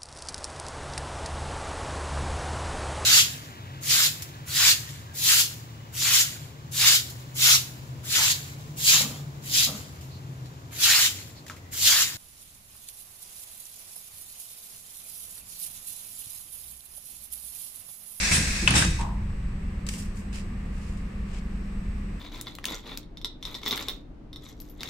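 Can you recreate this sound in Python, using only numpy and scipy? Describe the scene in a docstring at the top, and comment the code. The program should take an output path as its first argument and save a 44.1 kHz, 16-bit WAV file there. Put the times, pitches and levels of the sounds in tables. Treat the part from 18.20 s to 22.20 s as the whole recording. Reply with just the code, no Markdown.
"""Idling motors rumble and hum in a small workshop as a pneumatic wire winding and tying machine ends
its cycle. Air vents from the cylinders; from 0.1 s valves blast, the frame thuds, steel parts ring and
slides clack against their stops. A guide rod sings, the table shudders, and at 0.8 s the gripper opens.
At 1.7 s a hand drops the plastic coil on the table, then brushes about.
From 3.3 s a drive whistles faintly, twice."""
import sys
import numpy as np
from scipy import signal
from scipy.fft import rfft, irfft
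from scipy.io import wavfile
from scipy.ndimage import uniform_filter1d

SR = 44100
rng = np.random.default_rng(int(sys.argv[2]) if len(sys.argv) > 2 else 0)


def put_to_file(sound):
    """Save the sound as 16-bit audio at rate SR, in the file named by the first command-line argument."""
    columns = np.atleast_2d(sound).T  # one column per channel
    safe = np.clip(columns, -1, 1)
    whole_steps = np.round(safe * 32767)
    wavfile.write(sys.argv[1], SR, whole_steps.astype(np.int16))


N = 176400
TIME_S = np.arange(N) / SR
BINS_HZ = np.arange(N // 2 + 1) * SR / N


def undb(db):
    """Decibels to gain."""
    return 10 ** (np.asarray(db) / 20)


def unit(x):
    """Scale to rms 1."""
    return x / np.sqrt(np.mean(x ** 2))


def pan(db):
    """Stereo gains for a left-right level difference."""
    return undb(np.array([[db], [-db]]) / 2)


def curve(points):
    """A (frequency [Hz], level [dB]) table read at every bin."""
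    hz, db = np.array(points, float).T
    return np.interp(np.log(BINS_HZ + 1), np.log(hz), db)


def noise(spectrum, correlation=0.064):
    """Coloured stereo noise, rms 1."""
    mid, side = rng.standard_normal((2, N))
    pair = mid * np.sqrt(1 + correlation) + side * np.sqrt(1 - correlation) * np.array([[1], [-1]])
    return unit(irfft(rfft(pair) * undb(curve(spectrum)), N))


def tilt(x, db_per_oct):
    """Slope the spectrum above 1 kHz; rms 1."""
    octaves = np.log2(np.maximum(BINS_HZ, 1000) / 1000)
    return unit(irfft(rfft(x) * undb(db_per_oct * octaves), N))


def walk(rate_hz):
    """Smooth random drift, rms 1."""
    step = max(int(SR / rate_hz), 2)
    stairs = np.repeat(rng.standard_normal(N // step + 1), step)
    return unit(uniform_filter1d(stairs, step)[:N])


def envelope(start_s, attack_s, hold_s, t60_s):
    """Linear rise, hold, exponential fall."""
    t = np.maximum(TIME_S - start_s, 0)
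    return np.minimum(t / attack_s, 1) * undb(-60 * np.maximum(t - attack_s - hold_s, 0) / t60_s)


def ring(start_s, modes, attack_s, spread_rad, rattle):
    """Struck modes waver as loose parts rattle; spread_rad parts the left and right phases."""
    t, out = TIME_S[:SR], np.zeros((2, N + SR))
    onset = int(start_s * SR)
    for hz, db, t60_s in modes:
        phase = rng.uniform(0, 2 * np.pi) + spread_rad * rng.uniform(-0.94, 1) * np.array([[1], [-1]])
        knots = rng.standard_normal(60) + 1j * rng.standard_normal(60)
        waver = (1 + rattle * np.interp(t, np.linspace(0, 1, 60), knots)) / np.hypot(1, rattle)
        tone = np.imag(waver * np.exp(1j * (2 * np.pi * hz * t + phase)))
        out[:, onset:onset + SR] += undb(db - 60 * t / t60_s) * tone * np.minimum(t / attack_s, 1)
    return out[:, :N]


def room(x, t60_s=0.57, build_s=0.0015):
    """Dense reflections from table, machine and walls."""
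    t = TIME_S[:SR // 2]
    tail = rng.standard_normal((2, len(t))) * undb(-60 * t / t60_s) * np.minimum(t / build_s, 1)
    tail /= np.sqrt(np.sum(tail ** 2) / 2)
    return signal.fftconvolve(x.mean(axis=0)[None], tail, axes=1)[:, :N]


# motor rumble (frequency [Hz], density [dB])
RUMBLE_SPECTRUM = [(8, -11), (25, -1), (38, 1), (52, 2.5), (75, -2.5), (105, -10), (135, -11), (150, -11),
                   (175, -10), (230, -12), (270, -20.5), (400, -29), (700, -64)]
# motor and mains lines (frequency [Hz], level [dB], unsteadiness [0-1])
HUM_LINES = [(27, -39, 0.3), (49, -41, .35), (172.8, -47, 0.1), (200.6, -42, 0.05)]


def motors(rumble_db=-33.5):
    """Idling motors rumble under an unsteady hum."""
    out = undb(rumble_db) * noise(RUMBLE_SPECTRUM, correlation=0.94)[0]
    for hz, db, unsteadiness in HUM_LINES:
        swing = 1 + unsteadiness * (walk(6.07) + 1j * walk(8.5))
        carrier = np.exp(2j * np.pi * (hz * TIME_S + rng.random()))
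        out += undb(db) * unit(np.real(swing * carrier))
    return out


# fan noise (frequency [Hz], density [dB])
FAN_SPECTRUM = [(150, -6.5), (300, 6), (480, 5), (640, -1.5), (950, -2.5), (1170, 2), (1400, -5),
                (1750, -0.5), (2700, -5.5), (3200, -13.5), (5300, -17.5), (6400, -21.5), (7600, -20),
                (9300, -24), (11000, -40), (15000, -45)]


def fans(level_db=-48.5, flicker_db=0.12):
    """Fans rush almost steadily."""
    return undb(level_db - flicker_db * walk(13)) * noise(FAN_SPECTRUM)


def drive_whine(hz=8000, level_db=-73):
    """A drive whines, drifting in level and phase."""
    return undb(level_db + 2.2 * walk(4.07)) * unit(np.sin(2 * np.pi * hz * TIME_S + 0.5 * walk(20)))


# exhaust flow on the return stroke (time [s], level [dB])
EXHAUST_FLOW = [(0, -25.5), (.09, -23.5), (.2, -27.5), (.3, -29), (.4, -30.5), (.47, -32.5), (.54, -33),
                (.78, -41)]
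# exhaust hiss (frequency [Hz], density [dB])
EXHAUST_SPECTRUM = [(300, -10.5), (600, -10.5), (1300, -9), (1750, 0.5), (2550, 0.5), (3050, -11),
                    (3700, -4), (5000, -4), (5750, -3), (6200, -8.5), (7900, -6), (9300, -10),
                    (10500, -21.5), (15000, -27.5)]


def exhaust():
    """Venting air hisses, fading as cylinder pressure falls."""
    times_s, levels_db = np.array(EXHAUST_FLOW).T
    flow = undb(np.interp(TIME_S, times_s, levels_db))
    gate = envelope(-0.88, 0.898, times_s[-1], 0.25)  # already open at 0 s
    return noise(EXHAUST_SPECTRUM) * flow * gate


# valve blasts (start [s], level [dB], attack [s], hold [s], t60 [s], tilt [dB/oct])
VALVE_BLASTS = [(0.108, -20.5, .018, .025, 0.35, 2.5), (0.536, -23.5, 0.004, 0.0094, 0.072, -3.5),
                (0.55, -19.5, 0.0082, 0.033, 0.37, -0.5), (0.787, -44, .01, 0.0073, 0.22, -3)]
# valve jet (frequency [Hz], density [dB])
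JET_SPECTRUM = [(300, -6), (600, -1), (1250, -2), (1700, 3.5), (2600, 0), (3150, 0.5), (3750, 2),
                (4300, -4.5), (5700, 2), (6500, -7), (7500, 1), (9200, 0), (10500, -11), (12500, -20.5),
                (15000, -24)]


def valves():
    """Each valve lets out a blast of air as it switches."""
    jet = noise(JET_SPECTRUM)
    return sum(undb(db) * tilt(jet, db_per_oct) * envelope(start_s, attack_s, hold_s, t60_s)
               for start_s, db, attack_s, hold_s, t60_s, db_per_oct in VALVE_BLASTS)


# steel parts (frequency [Hz], level [dB], t60 [s])
STEEL_MODES = [(1630, -2.5, 0.59), (2270, -16, .35), (2516, 1, 0.37), (2640, 2, 0.22), (4570, -3, .3),
               (5160, -4, 0.33), (5800, 2, .3), (6470, 8, 0.21), (7360, 1, 0.29), (7920, -9, 0.23),
               (9000, -7, .28)]


def air_over_steel(air, width_hz=28, coupling_db=7.5, flutter_db=0.59, gain_db=-1):
    """Rushing air flutters and picks up the steel's resonances."""
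    fluttering = air * undb(gain_db + flutter_db * walk(160))
    peaks = sum(undb(db + coupling_db) / 2 / (1 + 2j * (BINS_HZ - hz) / width_hz)
                for hz, db, _ in STEEL_MODES)
    return irfft(rfft(fluttering) * (1 + peaks), N)


# frame jolts (start [s], thud level [dB], steel level [dB])
JOLTS = [(.109, -22.5, -41), (.165, -26, -61), (.425, -23.5, -67), (.495, -21.5, -67), (.549, -20, -31.5),
         (.645, -25.5, -41.5)]
# machine frame (frequency [Hz], level [dB], t60 [s])
FRAME_MODES = [(78.3, 3, 0.37), (123.4, 0.5, 0.31), (175.3, -3.5, 0.38), (330, -15, 1), (508, -21.5, 0.79)]
# table thud (frequency [Hz], density [dB])
THUD_SPECTRUM = [(30, -19), (80, 1.5), (170, 2.5), (260, -6.5), (340, -9), (450, -22), (1000, -50)]


def jolts(table_db=-5, frame_db=-3.5):
    """Jolts shake table and frame and set steel parts ringing."""
    out = 0
    for start_s, thud_db, steel_db in JOLTS:
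        table = noise(THUD_SPECTRUM, correlation=1) * envelope(start_s, 0.004, 0.0035, t60_s=0.71)
        frame = ring(start_s, FRAME_MODES, attack_s=0.0053, spread_rad=0.1, rattle=0.28)
        steel = ring(start_s, STEEL_MODES, attack_s=0.0058, spread_rad=1.8, rattle=1.6)
        out += undb(thud_db) * (undb(table_db) * table + undb(frame_db) * frame) + undb(steel_db) * steel
    return out


# slide stops (start [s], level [dB], ring [Hz], ring t60 [s], crack re ring [dB], left-right [dB])
CLACKS = [(.116, -18.5, 2180, 0.059, -7.5, 2.5), (0.4753, -9.5, 2730, 0.023, -10.5, 8.5),
          (.506, -17.5, 9160, .018, -7.5, -3), (.622, -18, 1680, 0.035, -6, -1),
          (.81, -34.5, 7820, 0.021, -5.5, 7)]
# impact crack (frequency [Hz], density [dB])
CRACK_SPECTRUM = [(200, -14), (1050, 1), (1800, 3.5), (4500, -3), (8000, -10.5), (15000, -36)]


def slide_clacks(width_hz=272, chatter_db=-8.5, room_db=-6):
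    """A slide hits its stop: broad crack, heavily damped ring, chatter of loose parts."""
    out, burst = 0, noise(CRACK_SPECTRUM)
    rough_burst = burst * undb(chatter_db + 2 * walk(199.4))
    for start_s, db, hz, t60_s, crack_db, pan_db in CLACKS:
        modes = [(hz - width_hz / 2, 0, t60_s), (hz, -3, t60_s), (hz + width_hz, -4, t60_s)]
        ping = ring(start_s, modes, attack_s=0.00045, spread_rad=1, rattle=0.27)
        crack = undb(crack_db) * burst * envelope(start_s, 0.00073, 0.00093, t60_s=0.039)
        chatter = undb(crack_db) * rough_burst * envelope(start_s, 0.004, 0.014, t60_s=0.19)
        out += undb(db) * (pan(pan_db) * (ping + crack) + chatter)
    return out + undb(room_db) * room(out)


# guide rod (frequency [Hz], level [dB], t60 [s])
ROD_MODES = [(3752, -31, .5)]


def guide_rod(start_s=0.564):
    """A guide rod sings after the hardest jolt."""
    return ring(start_s, ROD_MODES, attack_s=0.0033, spread_rad=0.57, rattle=0.87)


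def table_shudder(level_db=-29, t60_s=5.35):
    """The table keeps shaking after the last jolt."""
    shudder = noise([(25, -7), (62, 0), (110, -6.5), (250, -26), (800, -119)], correlation=1)
    return undb(level_db) * shudder * envelope(JOLTS[-1][0], 0.037, 0, t60_s)


# gripper ring (frequency [Hz], level [dB], t60 [s])
GRIPPER_MODES = [(937, 0, .6), (1017, -5, .45), (1093, -9, .5)]
# gripper buzz (frequency [Hz], density [dB])
BUZZ_SPECTRUM = [(300, -30), (740, -13), (900, -5), (1040, -9.5), (1150, -13), (1400, -23), (3000, -50)]


def gripper(start_s=0.789, ring_db=-34, buzz_db=-39):
    """The gripper opens with a buzzing ring."""
    tone = ring(start_s, GRIPPER_MODES, attack_s=0.0081, spread_rad=0.27, rattle=0.24)
    buzz = noise(BUZZ_SPECTRUM) * envelope(start_s, 0.012, 0.06, t60_s=0.6)
    return undb(ring_db) * tone + undb(buzz_db) * buzz


# coil taps (start [s], level [dB], t60 [s])
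TAPS = [(1.666, -37.5, 0.06), (1.688, -27.5, 0.034), (1.737, -37, .04), (1.824, -43, 0.022),
        (1.969, -49.5, .05), (2.772, -54, .08)]
# plastic on the table (frequency [Hz], density [dB])
PLASTIC_SPECTRUM = [(400, -7), (1400, -5), (2700, 4), (3500, -2.5), (5000, 1.5), (6300, -1.5), (7600, 2.5),
                    (9400, -4.5), (10800, -14.5), (15000, -17)]


def coil_taps(room_db=-1):
    """The coil and its loose ends tap the table."""
    tick = noise(PLASTIC_SPECTRUM, correlation=0.22)
    taps = sum(undb(db) * tick * envelope(start_s, 0.00039, 0.001, t60_s) for start_s, db, t60_s in TAPS)
    return taps + undb(room_db) * room(taps)


# rubs (start [s], level [dB], attack [s], hold [s], t60 [s], left-right [dB], tilt [dB/oct])
RUBS = [(1.694, -47.5, 0.012, .12, 0.2, -3, 5), (1.935, -55.5, .025, 0.052, 0.21, 0, 7),
        (2.124, -45.5, 0.0057, 0.058, 0.26, -2.5, -2), (2.49, -57, .09, 0.14, .5, -3.5, -0.5),
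        (3.046, -50.5, .1, .045, .12, 1.5, -4.5)]


def coil_rubs(grain_db=1.5):
    """Coil and hand slide over the table with a fine, uneven grain."""
    friction = noise(PLASTIC_SPECTRUM) * undb(grain_db * walk(1000) + 1.4 * walk(60))
    out = 0
    for start_s, db, attack_s, hold_s, t60_s, pan_db, db_per_oct in RUBS:
        stroke = undb(db) * envelope(start_s, attack_s, hold_s, t60_s)
        out += pan(pan_db) * tilt(friction, db_per_oct) * stroke
    return out


# drive whistles (start [s], level [dB], hold [s])
WHISTLES = [(3.33, -71.5, .08), (3.7, -75, .08)]


def drive_whistle(hz=5480):
    """The drive's faint whistle comes and goes."""
    swells = sum(undb(db) * envelope(start_s, 0.06, hold_s, 0.56) for start_s, db, hold_s in WHISTLES)
    return swells * np.sin(2 * np.pi * hz * TIME_S + walk(80))


def scene():
    """Workshop, machine and coil, in stereo."""
    workshop = motors() + fans() + drive_whine()
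    air = air_over_steel(exhaust() + valves())
    mechanics = jolts() + slide_clacks() + guide_rod() + table_shudder() + gripper()
    return workshop + air + mechanics + coil_taps() + coil_rubs() + drive_whistle()


# microphone port mismatch (frequency [Hz], left-right [dB])
PORT_MISMATCH = [(1100, 0.5), (2000, -1), (3500, 1.5), (5500, 0), (7600, 6), (8400, 3.5), (9100, -12.5),
                 (10000, -0.5), (11500, -2), (15000, -2)]


def record(dry, alike_below_hz=400, cutoff_hz=15400):
    """Two microphone ports colour the treble differently; peaks are rounded, the top is cut."""
    tint_db = curve([(alike_below_hz, 0)] + list(PORT_MISMATCH)) / 2
    heard = irfft(rfft(dry) * undb([tint_db, -tint_db]), N)
    lowpass = signal.ellip(10, 0.2, 80, cutoff_hz, fs=SR, output="sos")
    return signal.sosfilt(lowpass, np.tanh(heard))


dry = scene()
out = record(dry)
put_to_file(out)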